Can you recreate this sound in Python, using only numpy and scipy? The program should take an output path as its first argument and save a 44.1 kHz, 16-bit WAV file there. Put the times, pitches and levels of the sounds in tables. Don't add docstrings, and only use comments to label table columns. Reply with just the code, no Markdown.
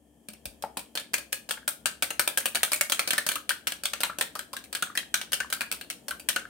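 import sys
import numpy as np
from scipy import signal
from scipy.fft import rfft, irfft, next_fast_len
from scipy.io import wavfile
from scipy.ndimage import uniform_filter1d

SR = 44100
rng = np.random.default_rng(int(sys.argv[2]) if len(sys.argv) > 2 else 0)


def generate_wav(signal):
    frames = np.transpose(np.atleast_2d(signal))
    scaled = np.clip(frames, -1, 1) * 32767
    pcm = np.round(scaled).astype(np.int16)
    wavfile.write(sys.argv[1], SR, pcm)


N = 286253


def amp(db):
    return 10 ** (np.asarray(db) / 20)


def evened(x):
    return x / np.sqrt(np.mean(x ** 2) + 1e-20)


def read(points, hz, axis=1):
    table = np.array(points)
    return np.interp(np.log(hz + 1), np.log(table[:, 0]), table[:, axis])


def add(mix, s, sound):
    part = mix[..., max(round(s * SR), 0):][..., :sound.shape[-1]]
    part += sound[..., :part.shape[-1]]


def resonance(hz, centre_hz, gain, q):
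    return 1 + gain / (1 + 1j * q * (hz / centre_hz - centre_hz / (hz + 1)))


# f/Hz, likeness (0-1), left minus right level/dB
MICROPHONES = [(201, 0.93, 5), (805, 0.51, 4.5), (1600, 0.29, 3.7), (2880, 0.25, 2.5), (10000, 0.17, 0.9)]


def pair(z, hz):
    same = np.clip(read(MICROPHONES, hz), -1, 1)
    right = same * z[0] + np.sqrt(1 - same ** 2) * z[1]
    return np.array([z[0], right])


# t/s, level/dB, wall pitch at that spot f/Hz, treble level/dB
BLOWS = [(0.9741, -28.5, 3550, -10), (1.1402, -23, 2450, -2.5), (1.328, -28, 2570, 0),
         (1.509, -26.5, 1390, -3), (1.678, -27.5, 1450, 4.5), (1.8577, -23, 1490, -0.5),
         (2.0236, -22.5, 2120, -1.5), (2.1951, -20.5, 1350, -0.5), (2.3742, -23.5, 1720, 1),
         (2.5558, -24, 3110, -2), (2.7318, -25.0, 2230, 3.5), (2.9207, -22, 3280, -2.5),
         (3.1064, -23.5, 3200, -1.5), (3.289, -23.5, 3050, -1.5), (3.4928, -24, 3400, -0.5),
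         (3.6711, -25, 3130, -3), (3.855, -25.5, 3320, -2.5), (4.0335, -22, 2110, -3.5),
         (4.2109, -23.5, 1810, -2), (4.392, -34, 1560, -1.5), (4.5662, -35, 1700, -3),
         (4.7503, -27, 1780, -3.5), (4.9743, -23.5, 3170, -7.5), (5.142, -20.5, 1580, -4.5),
         (5.3317, -24.5, 2900, -1), (5.5259, -24.5, 1560, -3.5), (5.7149, -30, 2780, 0.5),
         (5.9009, -32.5, 2780, -2), (6.1088, -35.5, 2800, 0), (6.2876, -23, 3120, -0.5)]
# t/s, level/dB, wall pitch f/Hz, treble level/dB
RETURNS = [(2.105, -31.5, 2800, -1.0), (2.2761, -24.5, 2670, -1), (2.4569, -25.5, 2780, 1),
           (2.6317, -20, 1870, -2), (2.8105, -22.0, 2170, 0.5), (2.9936, -21.5, 2110, -4.5),
           (3.1328, -27, 1540, -4), (3.1802, -24.5, 2190, -2.5), (3.3167, -29.5, 2640, -2),
           (3.356, -33, 2980, 1.5), (3.7208, -32, 3340, -2.5), (3.9342, -27.5, 2120, -7),
           (4.824, -27.5, 3400, -1), (5.214, -32, 3300, -7.5), (5.4026, -30.5, 2840, -6),
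           (5.6081, -27, 2500, -6), (5.8119, -37.5, 2840, -6), (6.3612, -27.5, 2860, -6)]
# t/s, level/dB
DRAGS = [(0.953, -34), (1.135, -35.5), (1.3235, -44), (1.4902, -36.5), (2.548, -32), (2.7185, -29.5),
         (2.8982, -31.5), (3.0753, -30.5), (3.2652, -29), (3.8355, -35), (4.005, -31.5), (4.1856, -34),
         (4.353, -39.5), (4.5311, -40), (4.7277, -36), (4.9524, -40.5), (5.32, -34.5), (5.5016, -40.5),
         (6.0828, -34.5)]
# t/s, level/dB
TICKS = [(0.286, -41.5), (0.335, -51.5), (0.4553, -37), (0.6236, -41), (0.7706, -33), (0.7927, -42.5),
         (0.9979, -41.5), (1.1819, -38), (1.6811, -38.5), (2.3779, -37), (2.76, -35.5), (3.087, -39),
         (4.64, -48.5), (5.343, -37), (5.724, -33), (6.197, -43.5)]
BLOW_TONE = [-34, -26.5, -22, -24.5, -15.5]
RETURN_TONE = [-29.5, -25.5, -22.5, -24.5, -15.5]
TIP_TONE = [-25, -25, -22.5, -23.5, -15]
TICK_TONE = [-27, -31.5, -24.5, -22, -15]
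TIP_HZ, TICK_HZ = 4730, 2560
TOGETHER_S, ONE_BY_ONE_S = 0.00473, 0.0129


def beating(guide_s=0.05, scrape_db=-13):
    contacts = [(s, db, TICK_HZ, TICK_TONE, TOGETHER_S) for s, db in TICKS]
    for s, db in DRAGS:
        until_blow = min(blow[0] - s for blow in BLOWS if blow[0] > s)
        contacts.append((s, db, TIP_HZ, TIP_TONE, TOGETHER_S, until_blow, scrape_db))
    top_band = np.eye(len(BANDS))[-1]
    for s, db, hz, treble_db in BLOWS:
        guided = any(0 < s - drag[0] < guide_s for drag in DRAGS)
        spread = TOGETHER_S if guided else ONE_BY_ONE_S
        contacts.append((s, db, hz, BLOW_TONE + treble_db * top_band, spread))
    for s, db, hz, treble_db in RETURNS:
        contacts.append((s, db, hz, RETURN_TONE + treble_db * top_band, TOGETHER_S))
    return contacts


LEAD = 0.008


def strike_force(t, spread, scrape, scrape_db, rise, count, snap=0.0018, tine_db=-7,
                 chatter=0.017, chatter_db=-10, rattle_db=6, slip_db=6, skid=0.013):
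    age = np.maximum(t, 0)
    uneven = evened(uniform_filter1d(rng.standard_normal(len(t)), size=50))
    rattle = evened(amp(rattle_db * uneven))
    first = np.exp(-age / snap) + amp(chatter_db) * rattle * np.exp(-age / chatter)
    first = first * (1 - np.exp(-age / rise))
    later = np.maximum(t - spread * rng.random((count, 1)), 0)
    others = np.linalg.norm((1 - np.exp(-later / rise)) * np.exp(-later / snap), axis=0)
    stick_slip = evened(amp(slip_db * uneven)) * (t > 0) * (t < scrape) * np.exp(-age / skid)
    return np.hypot(first, amp(tine_db) * others) + amp(scrape_db) * stick_slip


# f/Hz, relative level/dB, t60/s
CUP = [(579.5, -2.5, 0.097), (913, -31, 0.11), (1330.5, 1.5, 0.068), (1568, 6.5, 0.041), (1732, -6, 0.04),
       (2360, 0, 0.032), (3057, -4.5, 0.034), (4304, -4, 0.059)]


def cup_ring(age, rise, spot_db=3):
    mode_hz, mode_db, t60 = np.transpose(CUP)[:, :, None]
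    shape = (len(CUP), 1)
    detune = 1 + 0.0393 * rng.standard_normal(shape)
    weight = amp(mode_db + spot_db * rng.standard_normal(shape))
    phase = rng.random(shape) + 0.5 * rng.random((2, *shape))
    modes = weight * amp(-60 * age / t60) * np.sin(2 * np.pi * (mode_hz * detune * age + phase))
    return modes.sum(1) * (1 - np.exp(-age / rise))


# f/Hz, relative level/dB per Hz
CRACK = [(60, -31), (180, 0.5), (420, -0.5), (600, 6), (1000, 3.5), (1600, 6), (2000, -4), (4400, -6),
         (7400, -11), (8500, -4), (10500, -12.5), (15500, -16)]
# low edge f/Hz, high edge f/Hz
BANDS = [(400, 1100), (1100, 2000), (2000, 3600), (3600, 7000), (7000, 16000)]
# lowest f/Hz, highest f/Hz
SPOT_RANGE_HZ = (1300, 7000)


def click(body_db, level_db, wall_hz, tone_db, spread, scrape=0, scrape_db=-np.inf,
          wall_gain=1.32, wall_q=8, spot_gain=0.83, spot_q=8, rise=0.00011, ring_db=-5,
          count=3, size=8192):
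    t, hz = np.arange(size) / SR - LEAD, np.fft.rfftfreq(size, 1 / SR)
    force = strike_force(t, spread, scrape, scrape_db, rise, count)
    crack = rfft(force * rng.standard_normal((2, size))) * amp(read(CRACK, hz))
    for spot_hz in np.exp(rng.uniform(*np.log(SPOT_RANGE_HZ), count)):
        crack = crack * resonance(hz, spot_hz, spot_gain, spot_q)
    ring = cup_ring(np.maximum(t, 0), rise)
    z = pair(rfft(evened(irfft(crack)) + amp(ring_db) * evened(ring)), hz)
    power = abs(z.mean(0)) ** 2
    band_power = [power[(hz > low) & (hz < high)].sum() / size ** 2 for low, high in BANDS]
    own_db = 10 * np.log10(band_power)
    wanted_db = tone_db + body_db * np.eye(len(BANDS))[0]
    centres = np.sqrt(np.prod(BANDS, axis=1))
    colour_db = read(np.c_[centres, wanted_db - own_db], hz)
    return irfft(z * resonance(hz, wall_hz, wall_gain, wall_q) * amp(level_db + colour_db))


# t/s, added level/dB
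BODY = [(0.8, 0.5), (2.27, 4), (2.55, 0), (3.93, -3), (4.21, 5), (4.75, -5.5), (6.36, -1)]


def fork(contacts):
    out = np.zeros((2, N))
    for s, *contact in contacts:
        body_db = np.interp(s, *np.transpose(BODY))
        add(out, s - LEAD, click(body_db, *contact))
    return out


# t/s, level/dB before shaking, centre pitch f/Hz
PLOPS = [(1.572, -36.5, 1570), (3.179, -25.5, 1765), (3.358, -29.5, 1238), (3.505, -24, 1557),
         (4.034, -32.5, 930), (4.096, -29, 1330), (4.354, -35, 1242), (4.534, -36.5, 1097),
         (4.824, -25, 1421), (4.897, -38, 1366), (4.952, -32, 1754), (5.147, -41, 1500),
         (5.403, -26.5, 1524), (5.61, -28.5, 1612), (6.109, -32, 1485), (6.361, -22, 1438)]


def egg(swell=0.0046, lag=0.017, scatter=0.16, splinter_db=-14, count=4):
    out = np.zeros(N)
    for s, db, hz in PLOPS:
        add(out, s, plop(db, hz, swell))
        for _ in range(count):
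            start = s + lag * rng.exponential()
            pitch = hz * np.exp(scatter * rng.standard_normal())
            add(out, start, plop(db + splinter_db, pitch, swell / 2))
    return out


def plop(level_db, pitch, swell, rough=0.7, glide=0.031):
    t = np.arange(SR // 16) / SR
    u = t / swell
    shake = evened(uniform_filter1d(rng.standard_normal((2, len(t))), size=100))
    turns = np.cumsum(pitch * (1 + glide * np.tanh(u - 1))) / SR
    bubble = (1 + rough * (shake[0] + 1j * shake[1])) * np.exp(2j * np.pi * turns)
    return amp(level_db) * u * np.exp((1 - u ** 2) / 2) * bubble.real


def slosh(contacts, level_db=-8, per_s=170, linger=0.032, cycles=7, count=24):
    blows, t = np.zeros(N), np.arange(SR // 5) / SR
    for s, db, *_ in contacts:
        blows[round(s * SR)] = amp(db)
    swell = t / linger * np.exp(1 - 2 * t / linger)
    stir = signal.oaconvolve(blows, swell)[:N]
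    out = np.zeros((2, N))
    for hz in np.geomspace(1400, 11000, count):
        bursts = stir * rng.exponential(1.0, N) * (rng.random(N) < per_s / count / SR)
        turns = hz * t[:2000]
        bubble = np.exp(-2 * turns / cycles) * np.sin(2 * np.pi * turns)
        out += signal.oaconvolve(bursts, bubble)[:N]
    return amp(level_db) * out


# t/s, level/dB, pitch relative to the wood's modes
KNOCKS = [(0.6389, -21.5, 0.94), (0.771, -23, 1)]
# f/Hz, relative level/dB, t60/s
WOOD = [(260, -7, 0.03), (640, -5, 0.0043), (930, 4, 0.0075), (1360, -19, 0.011)]
# t/s, level/dB, f/Hz, t60/s
THUMPS = [(0.286, -44, 211, 0.25), (0.459, -35, 61.6, 0.09)]


def counter(swell=0.00046, scuff=0.0085, scuff_db=-25, low_hz=380):
    out, t = np.zeros(N), np.arange(SR // 3) / SR
    high_pass = signal.butter(2, low_hz, "high", fs=SR)
    for s, db, pitch in KNOCKS:
        wood = sum(amp(mode_db - 60 * t / t60) * np.sin(2 * np.pi * pitch * hz * t)
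                   for hz, mode_db, t60 in WOOD)
        scuffing = amp(scuff_db) * np.exp(-t / scuff) * rng.standard_normal(len(t))
        force = signal.unit_impulse(len(t)) + scuffing
        add(out, s, amp(db) * signal.oaconvolve(force, signal.lfilter(*high_pass, wood)))
    for s, db, hz, t60 in THUMPS:
        add(out, s, amp(db - 60 * t / t60) * (1 - np.exp(-t / swell)) * np.sin(2 * np.pi * hz * t))
    return out


def moving_room(x, turn_hz=0.9, count=6):
    phase = turn_hz * np.arange(N) / SR
    shares = [np.maximum(np.cos(2 * np.pi * (phase + k / count)) - 0.5, 0) for k in range(count)]
    shares = np.array(shares)
    return sum(kitchen(x * share) for share in shares / np.linalg.norm(shares, axis=0))


# f/Hz, t60/s
ROOM = [(250, 0.44), (650, 0.27), (3700, 0.28), (12000, 0.23)]
# nominal delay t/s, gain (linear)
ECHOES = [(.0037, 0.23), (.0061, 0.2), (0.0105, .16)]


def kitchen(x, wet_db=-9.5, build=0.0091, shift=0.12):
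    size = SR // 2
    hz, t, z = signal.stft(rng.standard_normal((2, size)), SR, nperseg=256)
    z = pair(z, hz[:, None]) * amp(-60 * t / read(ROOM, hz)[:, None])
    tail = signal.istft(z, SR, nperseg=256)[1][:, :size]
    tail = tail * (1 - np.exp(-(np.arange(size) / SR / build) ** 2))
    tail *= amp(wet_db) / np.linalg.norm(tail[0])
    for delay, gain in ECHOES:
        s = delay * (1 + shift * rng.uniform(-1, 1))
        for ear, lag in zip(tail, (0, 2 / SR)):
            add(ear, s + lag, gain * np.array([0.8, 0.3]))
    return signal.oaconvolve(x, tail, axes=1)[:, :N]


# f/Hz, level/dB
HUM = [(65.5, -70), (229, -67.5), (296.5, -66)]
# f/Hz, relative level/dB per Hz
FLOOR = [(40, -33), (66, -1), (90, -14.5), (235, -2.5), (330, -7.5), (680, -11), (1100, -24.5), (1600, -34),
         (1750, -18), (1950, -31), (2900, -28), (3200, -18), (3700, -37), (6200, -30), (8500, -24.5),
         (16000, -33)]
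# t/s, level/dB
FLOOR_LEVEL = [(0, -65), (0.498, -59.5), (3.5, -58.5), (6.402, -55.5)]


def background():
    t, hz = np.arange(N) / SR, np.fft.rfftfreq(N, 1 / SR)
    noise = irfft(pair(rfft(rng.standard_normal((2, N))), hz) * amp(read(FLOOR, hz)), N)
    hum = sum(amp(db) * np.sin(2 * np.pi * (f * t + rng.random())) for f, db in HUM)
    return hum + evened(noise) * amp(np.interp(t, *np.transpose(FLOOR_LEVEL)))


def scene():
    contacts = beating()
    near = fork(contacts) + egg() + slosh(contacts) + counter()
    return near + moving_room(near) + background()


def record(dry, low_cut_hz=52, edge_hz=15850):
    size = next_fast_len(N + 4096)
    lean_db = read(MICROPHONES, np.fft.rfftfreq(size, 1 / SR), axis=2)
    heard = irfft(rfft(dry, size) * amp(np.array([lean_db, -lean_db]) / 2), size)[:, :N]
    heard = signal.sosfilt(signal.butter(4, low_cut_hz, "high", fs=SR, output="sos"), heard)
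    low_pass = signal.firwin(401, edge_hz, window=("kaiser", 8), fs=SR)
    return signal.oaconvolve(heard, low_pass[None], "same")


dry = scene()
out = record(dry)
generate_wav(out)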